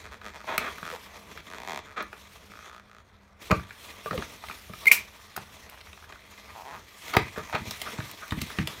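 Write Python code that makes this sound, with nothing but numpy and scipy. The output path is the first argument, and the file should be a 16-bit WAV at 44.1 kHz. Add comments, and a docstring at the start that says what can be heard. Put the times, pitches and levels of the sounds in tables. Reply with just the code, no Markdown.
"""A long latex balloon, squeezed, stretched, knotted and twisted by hand close to a phone microphone.
Skin on rubber rustles, creaks in runs of stick and slip and snaps as it lets go, ringing the inflated
wall. The fastest slips fuse into one loud squeal and a few faint ones. The thin tail whips through the
fingers, and the long tube of air thumps when knocked. The place is a small quiet room with a short
echo, low ventilation noise and a faint hum."""
import sys
import numpy as np
from scipy import signal
from scipy.fft import rfft, irfft
from scipy.io import wavfile
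from scipy.ndimage import uniform_filter1d

SR = 44100
rng = np.random.default_rng(int(sys.argv[2]) if len(sys.argv) > 2 else 0)


def dump(signal):
    """Clip the signal to [-1, 1] and save it as 16-bit WAV at the path in sys.argv[1]."""
    limited = np.clip(np.atleast_2d(signal).T, -1, 1)
    pcm = np.round(limited * 32767).astype(np.int16)
    wavfile.write(sys.argv[1], SR, pcm)


N = 388080

# The inflated wall. Each row: mode frequency in Hz, width in Hz, level in dB.
WALL_MODES = [(195.6, 138, 10), (317, 150, -0.5), (441, 85, 0.5), (637, 170, 2.5), (964, 220, 2.5),
              (1189, 116, 0), (1670, 580, 0.5), (2023, 230, -1.5), (2417, 390, -3), (3336, 370, -6),
              (4020, 850, -10.5), (6000, 2730, -4.5), (9120, 950, -26.5), (12740, 2570, -20)]
# Runs of slips. Each row: start in seconds, length in seconds, level in dB, slips per second at start
# and end, pitch of the pinched patch in Hz at start and end, gain of the whole wall in dB.
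CREAK_RUNS = [(0.045, 0.032, -46, 100, 125, 1400, 1400, 0.5), (0.114, 0.042, -49, 150, 110, 1400, 1400, 4),
              (0.236, .068, -44, 110, 100, 1190, 1090, 0), (0.33, .05, -45.5, 143, 145, 990, 990, 0),
              (0.395, .035, -48.5, 110, 110, 1300, 1300, -1), (0.471, .1, -32, 400, 400, 970, 970, -4),
              (0.595, 0.099, -36, 326, 400, 1030, 1240, -0.5),
              (0.841, 0.13, -40.5, 81, 83, 1430, 867, -3.5), (1.488, 0.074, -46.5, 70, 107, 1920, 1230, 2),
              (1.565, 0.1, -48.5, 50, 72, 980, 740, 2.5), (1.665, 0.13, -42.5, 97, 59.5, 750, 750, 3.5),
              (1.85, 0.098, -53.5, 133, 135, 1500, 1170, 1),
              (1.962, 0.068, -34.5, 380, 442, 1190, 1130, -2), (2.5, .31, -50, 54, 60, 1260, 1190, -6),
              (2.88, 0.13, -55, 58, 54, 1230, 1200, -4.5), (5.715, 0.047, -47.5, 120, 170, 1000, 950, -6),
              (6.545, .095, -42, 122, 77, 790, 840, -28), (6.645, .14, -41, 130, 196, 776, 1100, -6.5),
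              (7.02, .11, -50, 400, 450, 1900, 1300, -7), (7.132, 0.029, -30, 390, 380, 1150, 1080, 0.5),
              (7.357, .06, -39, 400, 400, 1212, 1000, -6), (7.529, .045, -28.5, 407, 405, 1030, 970, -2.5),
              (7.857, .04, -36, 400, 460, 1230, 1190, -5.5), (8.215, 0.033, -39, 390, 500, 1350, 1380, -6)]
# The rubber lets go. Each row: start in seconds, level in dB, pitch in Hz, crispness in dB.
RUBBER_SNAPS = [(0.214, -34.5, 1210, -22), (0.442, -34.5, 650, -23), (0.579, -10, 1970, -7),
                (0.782, -29, 1190, -15), (0.829, -24, 1260, -26), (1.374, -29.5, 1590, -14),
                (2.025, -27.5, 1040, -7), (2.129, -27, 1160, -20), (3.499, -24, 460, -25),
                (3.508, -17.5, 1820, -49), (3.513, -8.5, 1080, -20), (3.595, -33.5, 1190, -29),
                (3.707, -29.5, 1410, -24), (4.059, -25.5, 1190, -26), (4.109, -21, 1170, -28),
                (4.13, -25, 527, -26), (4.177, -23.5, 2100, -27), (4.223, -24, 1270, -27),
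                (4.438, -28, 1160, -30), (4.485, -29, 2040, -25), (4.497, -25.5, 1130, -32),
                (4.511, -27, 2040, -25), (4.735, -31, 1140, -11), (4.856, -19, 2020, -10),
                (5.363, -25, 1200, -5), (5.376, -23, 1050, -26), (5.811, -35, 2480, -24),
                (5.93, -34.5, 2330, -27), (6.098, -36, 970, -27), (6.123, -33, 1510, -28),
                (7.08, -29.5, 2450, -20), (7.137, -17.5, 1780, -10), (7.15, -17, 830, -19),
                (7.166, -5.5, 790, -16.5), (7.168, -3.5, 2150, -17), (7.361, -28.5, 1300, -29),
                (7.381, -24, 1130, -17), (7.496, -29, 861, -18), (7.527, -23, 970, -25),
                (7.55, -18, 2080, -27), (7.709, -22, 4130, -34), (7.816, -22, 3320, -2),
                (7.985, -28, 1120, -26), (8.002, -24.5, 1220, -28), (8.308, -23.5, 2720, -32),
                (8.321, -20, 1130, -18), (8.415, -21.5, 3800, -26), (8.502, -29.5, 1390, -8),
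                (8.586, -17, 1350, -40), (8.673, -17, 3550, -48)]
# Knocks and kinks. Each row: start in seconds, level in dB, t60 in seconds, hollowness in dB.
TUBE_KNOCKS = [(0.827, -39, 0.066, 2), (3.508, -18, 0.072, 2), (3.524, -12, 0.048, 0),
               (4.06, -40, 0.16, 16), (4.109, -29.5, 0.23, 2), (4.178, -23, 0.065, -2.5),
               (4.201, -38, 0.061, 0), (4.695, -34, 0.13, -2), (4.913, -35, 0.05, 7),
               (5.375, -41.5, 0.24, 4), (7.168, -13, 0.069, -2.5), (7.376, -31.5, 0.15, 7),
               (7.542, -27, 0.093, 2), (7.604, -29.5, 0.13, -16), (7.673, -29.5, 0.081, -18),
               (7.882, -38, 0.088, 2), (7.985, -23, 0.078, -11), (8.321, -18.5, 0.11, -11),
               (8.373, -25, 0.05, -19), (8.416, -25, 0.081, -14), (8.586, -19.5, 0.15, -16.5)]
# The tube's air column and bending. Each row: mode frequency in Hz, level in dB.
TUBE_MODES = [(72, -14.5), (97, 0.5), (125, -2), (155, -4), (190, -2), (245, -8.5), (315, -7)]
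# Modes across the tube. Each row: frequency in Hz, level in dB, t60 in seconds.
HOLLOW_MODES = [(445, -3, 0.063), (600, 0.5, 0.04), (920, -16, 0.067), (1172, -3, 0.11)]
# Stretched rubber singing under a fingertip. Each row: start in seconds, length in seconds,
# level in dB, pitch in Hz at start, middle and end.
SQUEAL_BENDS = [(4.866, 0.0237, -12, 2330, 2100, 2620), (4.914, .0045, -4.5, 2390, 2320, 2400),
                (4.9186, 0.00397, -10, 2250, 2300, 2400), (4.062, 0.032, -35, 1170, 1170, 1170),
                (4.138, .03, -32, 620, 510, 470), (4.175, 0.026, -36.5, 455, 410, 330),
                (.925, 0.0274, -40, 520, 495, 420)]
# A squeal's harmonics, fundamental first. Each entry: level in dB.
HARMONICS_DB = [0, -28, -44, -36, -44, -36]
# The tail whips free. Each row: start in seconds, level in dB, t60 in seconds.
TAIL_WHIPS = [(4.916, -7, 0.15), (5.366, -13.5, 0.012), (5.697, -31, 0.022), (7.709, -25, 0.04),
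              (7.816, -19.5, 0.032), (8.113, -23, 0.018), (8.28, -30, .015), (8.417, -16, 0.02),
              (8.674, -18, .015)]
# The tail's hiss. Each row: frequency in Hz, spectral level in dB.
WHIP_SPECTRUM = [(290, -53), (500, -16), (1920, -8.5), (2500, 1), (3300, -10), (10300, -9.5), (13600, -5.5),
                 (15800, -12), (16500, -39)]
# Sliding fingers. Each row: time in seconds, rubbing level in dB, skin hiss level in dB.
RUB_LEVELS = [(0.0, -50, -52), (0.1, -57, -72), (0.42, -53, -73), (0.48, -44.5, -55), (0.7, -43.5, -51),
              (0.95, -52.5, -52), (1.25, -52, -58), (1.62, -49, -60), (1.81, -53, -76), (2.0, -53, -75),
              (2.2, -56, -55.5), (2.5, -55.5, -57), (2.65, -49.5, -60), (2.84, -63, -80), (3.38, -63, -80),
              (3.42, -46.5, -51), (3.56, -55, -49), (3.64, -55.5, -62), (3.78, -51, -51.5),
              (4.16, -47.5, -48.5), (4.75, -58, -54), (4.88, -44.5, -42), (5.1, -54.5, -57),
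              (5.45, -54, -52.5), (6.15, -55, -63), (6.5, -51.5, -53), (6.85, -59, -56),
              (7.0, -55.5, -50.5), (7.1, -43, -43.5), (7.28, -46, -57), (7.6, -45, -49.5),
              (8.8, -48.5, -48)]
# Dry skin on rubber. Each row: frequency in Hz, spectral level in dB.
SKIN_SPECTRUM = [(1470, -8), (2500, -3), (4080, -5), (4850, -10.5), (5460, -7), (7670, -13.5),
                 (15000, -14.5), (16100, -26), (16500, -48.5)]
# The small room's echo. Each row: frequency in Hz, t60 in seconds.
ROOM_T60 = [(150, 0.34), (600, 0.16), (2400, 0.27), (6000, 0.22), (14000, 0.076)]
# Ventilation in the background. Each row: frequency in Hz, spectral level in dB.
VENT_SPECTRUM = [(15, -47), (25, -2), (43, -3), (76, 4), (146, -14), (208, -10.5), (313, -22), (410, -15),
                 (746, -18.5), (1150, -17.5), (1360, -16.5), (4130, -39.5), (16500, -74)]

CREAK_RISE_S, CREAK_FALL_S, CREAK_EDGE_DB = .01, .014, -10.5  # a run swells from and dies to this edge
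BALLOON_ROOM_DB, SQUEAL_ROOM_DB = -9.5, -16  # sent to the room; low, as the microphone is close


def wall(push):
    """Rings the modes of the inflated wall; low waves travel slowly on the rubber and swell late."""
    t = np.arange(3000) / SR
    ring = np.zeros(len(t))
    for k, (hz, width, db) in enumerate(WALL_MODES):
        envelope = (1 - np.exp(-.8 * hz * t)) ** 2 * np.exp(-np.pi * width * t)
        ring += (-1) ** k * amp(db) * width * envelope * np.sin(2 * np.pi * hz * t)
    return signal.oaconvolve(push, ring / np.linalg.norm(ring))[:len(push)]


def creak(length, level_db, from_per_s, to_per_s, from_hz, to_hz, wall_db):
    """Stick and slip: each slip clicks into the wall; fast runs are more uneven and dull."""
    t = np.arange(0, length + .03, 1 / SR)
    hz = np.interp(t, [0, length], [from_hz, to_hz])
    edges = np.maximum(1 - t / CREAK_RISE_S, 0) + np.maximum(1 - (length - t) / CREAK_FALL_S, 0)
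    per_s = np.interp(t, [0, length], [from_per_s, to_per_s])
    uneven = np.clip(per_s / 420, 0, 1) ** 1.2
    wander = np.tanh(unit_rms(uniform_filter1d(rng.standard_normal(len(t)), 200)))
    per_s *= np.exp(.6 * uneven * wander)
    slips = np.diff(np.floor(np.cumsum(per_s) / SR), prepend=-1) * (t <= length)
    spread_db = (1.05 + 1.6 * uneven) * rng.standard_normal(len(t))  # slow slips are alike
    slips *= amp(level_db + CREAK_EDGE_DB * edges + spread_db)
    slips *= np.sqrt(SR / per_s)  # a long stick stores more
    scrape = signal.lfilter([.09], [1, -.97], slips) * rng.standard_normal(len(t))  # drags about 1 ms
    sharp = wall(slips + .5 * scrape)
    dull = butter(sharp, 2, 3500, "low")
    patch = resonate(resonate(slips, hz, 480), hz, 480)  # the rubber under the finger
    return amp(wall_db) * (uneven * dull + (1 - uneven) * sharp) + 4.6 * patch


def snap(level_db, hz, crisp_db, noise, t60=.018):
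    """The rubber lets go at once: a burst rings the released patch and the wall, with a crisp top."""
    t = np.arange(len(noise)) / SR
    burst = noise * amp(-60 * t / t60) * np.minimum(t / .00065, 1)
    patch = resonate(resonate(burst, hz, .76 * hz), hz, .76 * hz)
    wall_ring = resonate(wall(burst), hz, 5.5 * hz)
    body = unit_rms(patch) + .54 * unit_rms(wall_ring)
    top = butter(burst, 3, 4500, "high")
    return amp(level_db) * (unit_peak(body) + amp(crisp_db + 2.5) * unit_peak(top))


def knot_picking(span_s=(5.68, 6.16), count=8, level_db=-40, low_hz=910, high_hz=2720, crisp_db=-25):
    """Fingers pick at the knot: rows of small snaps, loosely spaced and random in pitch."""
    when, size, pitch = rng.random((count, 3)).T
    starts = np.interp(np.arange(count) + when, [0, count], span_s)
    levels = level_db + 6 * (size - .5)
    pitches = low_hz * (high_hz / low_hz) ** pitch
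    return [(start, db, hz, crisp_db) for start, db, hz in zip(starts, levels, pitches)]


def thump(level_db, t60, hollow_db, scatter):
    """A knock rings the tube's low and hollow modes, catching each differently every time."""
    t = np.arange(SR // 3) / SR
    low, hollow = np.zeros((2, len(t)))
    for (hz, db), (catch, detune) in zip(TUBE_MODES, scatter):
        low += amp(db + 2 * catch) * np.sin(2 * np.pi * hz * (1 + .05 * detune) * t + catch)
    low *= amp(-60 * t / t60) * np.minimum(t / .0033, 1)
    for (hz, db, mode_t60), (phase, catch) in zip(HOLLOW_MODES, scatter):
        hollow += amp(db + 2 * catch - 60 * t / mode_t60) * np.sin(2 * np.pi * hz * t + 3 * phase)
    hollow *= np.minimum(t / .00082, 1)
    return amp(level_db) * (unit_peak(low) + .54 * amp(hollow_db) * hollow)


def squeal(length, level_db, from_hz, mid_hz, to_hz, hiss, hiss_db=-19):
    """Slips so fast and even that they fuse into a near sine, with air and skin noise riding on it."""
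    t = np.arange(0, length, 1 / SR)
    bend = np.polyfit([0, length / 2, length], [from_hz, mid_hz, to_hz], deg=2)
    phase = 2 * np.pi * np.cumsum(np.polyval(bend, t)) / SR
    tone = np.sqrt(2) * sum(amp(db) * np.sin(k * phase) for k, db in enumerate(HARMONICS_DB, 1))
    return amp(level_db) * (tone + amp(hiss_db) * hiss[:len(t)]) * signal.windows.tukey(len(t), .5)


def whip(level_db, t60, hiss):
    """The thin tail whips through the fingers: a bright spit of hiss that trails off."""
    t = np.arange(len(hiss)) / SR
    return amp(level_db - 60 * t / t60) * np.minimum(t / .00058, 1) * hiss / 3


def rubbing(slips_per_s=2500):
    """A dense rain of tiny slips into the wall, under dry skin hiss; both shift as the grip moves."""
    times, rub_db, hiss_db = np.transpose(RUB_LEVELS)
    t = np.arange(N) / SR
    sizes = amp(2 * np.minimum(rng.exponential(1, N), 4))
    slips = sizes * np.sign(rng.standard_normal(N)) * (rng.random(N) < slips_per_s / SR)
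    body = drift_colour(wall(slips), 2.4) * flicker(.03, 3.1)
    hiss = drift_colour(coloured_noise(SKIN_SPECTRUM), 1.9) * flicker(.012, 1.26) * flicker(.07, 2.6)
    return body * amp(np.interp(t, times, rub_db)) + hiss * amp(np.interp(t, times, hiss_db))


def room_echo(sound):
    """The small room answers with sparse reflections, each band dying at its own speed."""
    taps = np.zeros(SR // 2)
    slots = np.arange(150, len(taps) - 20, 20)
    taps[slots + rng.integers(0, 20, len(slots))] = rng.choice([-1., 1.], len(slots))
    hz, t, bands = signal.stft(taps, SR, nperseg=256)
    decay = amp(-60 * t / curve_at(ROOM_T60, hz)[:, None])
    tail = signal.istft(bands * decay, SR, nperseg=256)[1]
    return signal.fftconvolve(sound, tail / np.linalg.norm(tail))[:N]


def room_tone(vent_db=-56, hum_hz=201.6, hum_db=-67.5):
    """Low ventilation noise and a faint wavering hum, well behind the balloon."""
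    hum = unit_rms(resonate(rng.standard_normal(N), hum_hz, 3.3))
    return amp(vent_db) * coloured_noise(VENT_SPECTRUM) * flicker(.12, 2.5) + amp(hum_db) * hum


def amp(db):
    return 10 ** (np.asarray(db) / 20)


def unit_rms(x):
    return x / np.sqrt(np.mean(x ** 2) + 1e-20)


def unit_peak(x):
    return x / abs(x).max()


def curve_at(points, hz):
    point_hz, values = np.transpose(points)
    return np.interp(np.log(hz + 1), np.log(point_hz + 1), values)


def add(mix, start, sound):
    part = mix[round(start * SR):][:len(sound)]
    part += sound[:len(part)]


def butter(x, order, hz, kind):
    return signal.sosfilt(signal.butter(order, hz, kind, fs=SR, output="sos"), x)


def resonate(x, hz, width_hz):
    """A resonance that can glide: shifts hz down to zero, smooths, and shifts back."""
    carrier = np.exp(2j * np.pi * np.cumsum(hz * np.ones(len(x))) / SR)
    pole = np.exp(-np.pi * width_hz / SR)
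    return 2 * (carrier * signal.lfilter([1 - pole], [1, -pole], x / carrier)).real


def coloured_noise(spectrum):
    """Steady noise with the given spectral shape."""
    gains = amp(curve_at(spectrum, np.fft.rfftfreq(N, 1 / SR)))
    return unit_rms(irfft(rfft(rng.standard_normal(N)) * gains, N))


def flicker(seconds, depth_db):
    """A gain that wanders on the given time scale."""
    wander = unit_rms(uniform_filter1d(rng.standard_normal(N), round(seconds * SR)))
    return unit_rms(amp(depth_db * wander))


def drift_colour(x, depth_db):
    """Lets the colour drift in patches about a kilohertz wide and a tenth of a second long."""
    bands = signal.stft(x, nperseg=512)[2]
    field = uniform_filter1d(rng.standard_normal(bands.shape), size=12, axis=0)
    field = unit_rms(uniform_filter1d(field, size=14, axis=1))
    return unit_rms(signal.istft(bands * amp(depth_db * field), nperseg=512)[1][:N])


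def scene():
    """The balloon up close and the room behind it, in mono."""
    balloon, squeals = np.zeros((2, N))
    hisses = np.array_split(coloured_noise(WHIP_SPECTRUM), 20)
    for start, *row in CREAK_RUNS:
        add(balloon, start, creak(*row))
    for start, *row in RUBBER_SNAPS + knot_picking():
        add(balloon, start, snap(*row, rng.standard_normal(3000)))
    for (start, *row), hiss in zip(TAIL_WHIPS, hisses):
        add(balloon, start, whip(*row, hiss))
    for start, *row in TUBE_KNOCKS:
        add(balloon, start, thump(*row, rng.standard_normal((len(TUBE_MODES), 2))))
    for (start, *row), hiss in zip(SQUEAL_BENDS, hisses[::-1]):
        add(squeals, start, squeal(*row, hiss))
    echoes = room_echo(amp(BALLOON_ROOM_DB) * balloon + amp(SQUEAL_ROOM_DB) * squeals)
    return (balloon + squeals + echoes + rubbing() + room_tone())[None]


def record(dry):
    """The small microphone drops the deepest bass, clips the loudest peaks and cuts the top treble."""
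    clipped = np.clip(butter(dry, 3, 45, "high"), -.95, .95)
    band_limit = signal.firwin(511, 15900, window=("kaiser", 9), fs=SR)
    return signal.oaconvolve(clipped, band_limit[None], "same")


dry = scene()
out = record(dry)
dump(out)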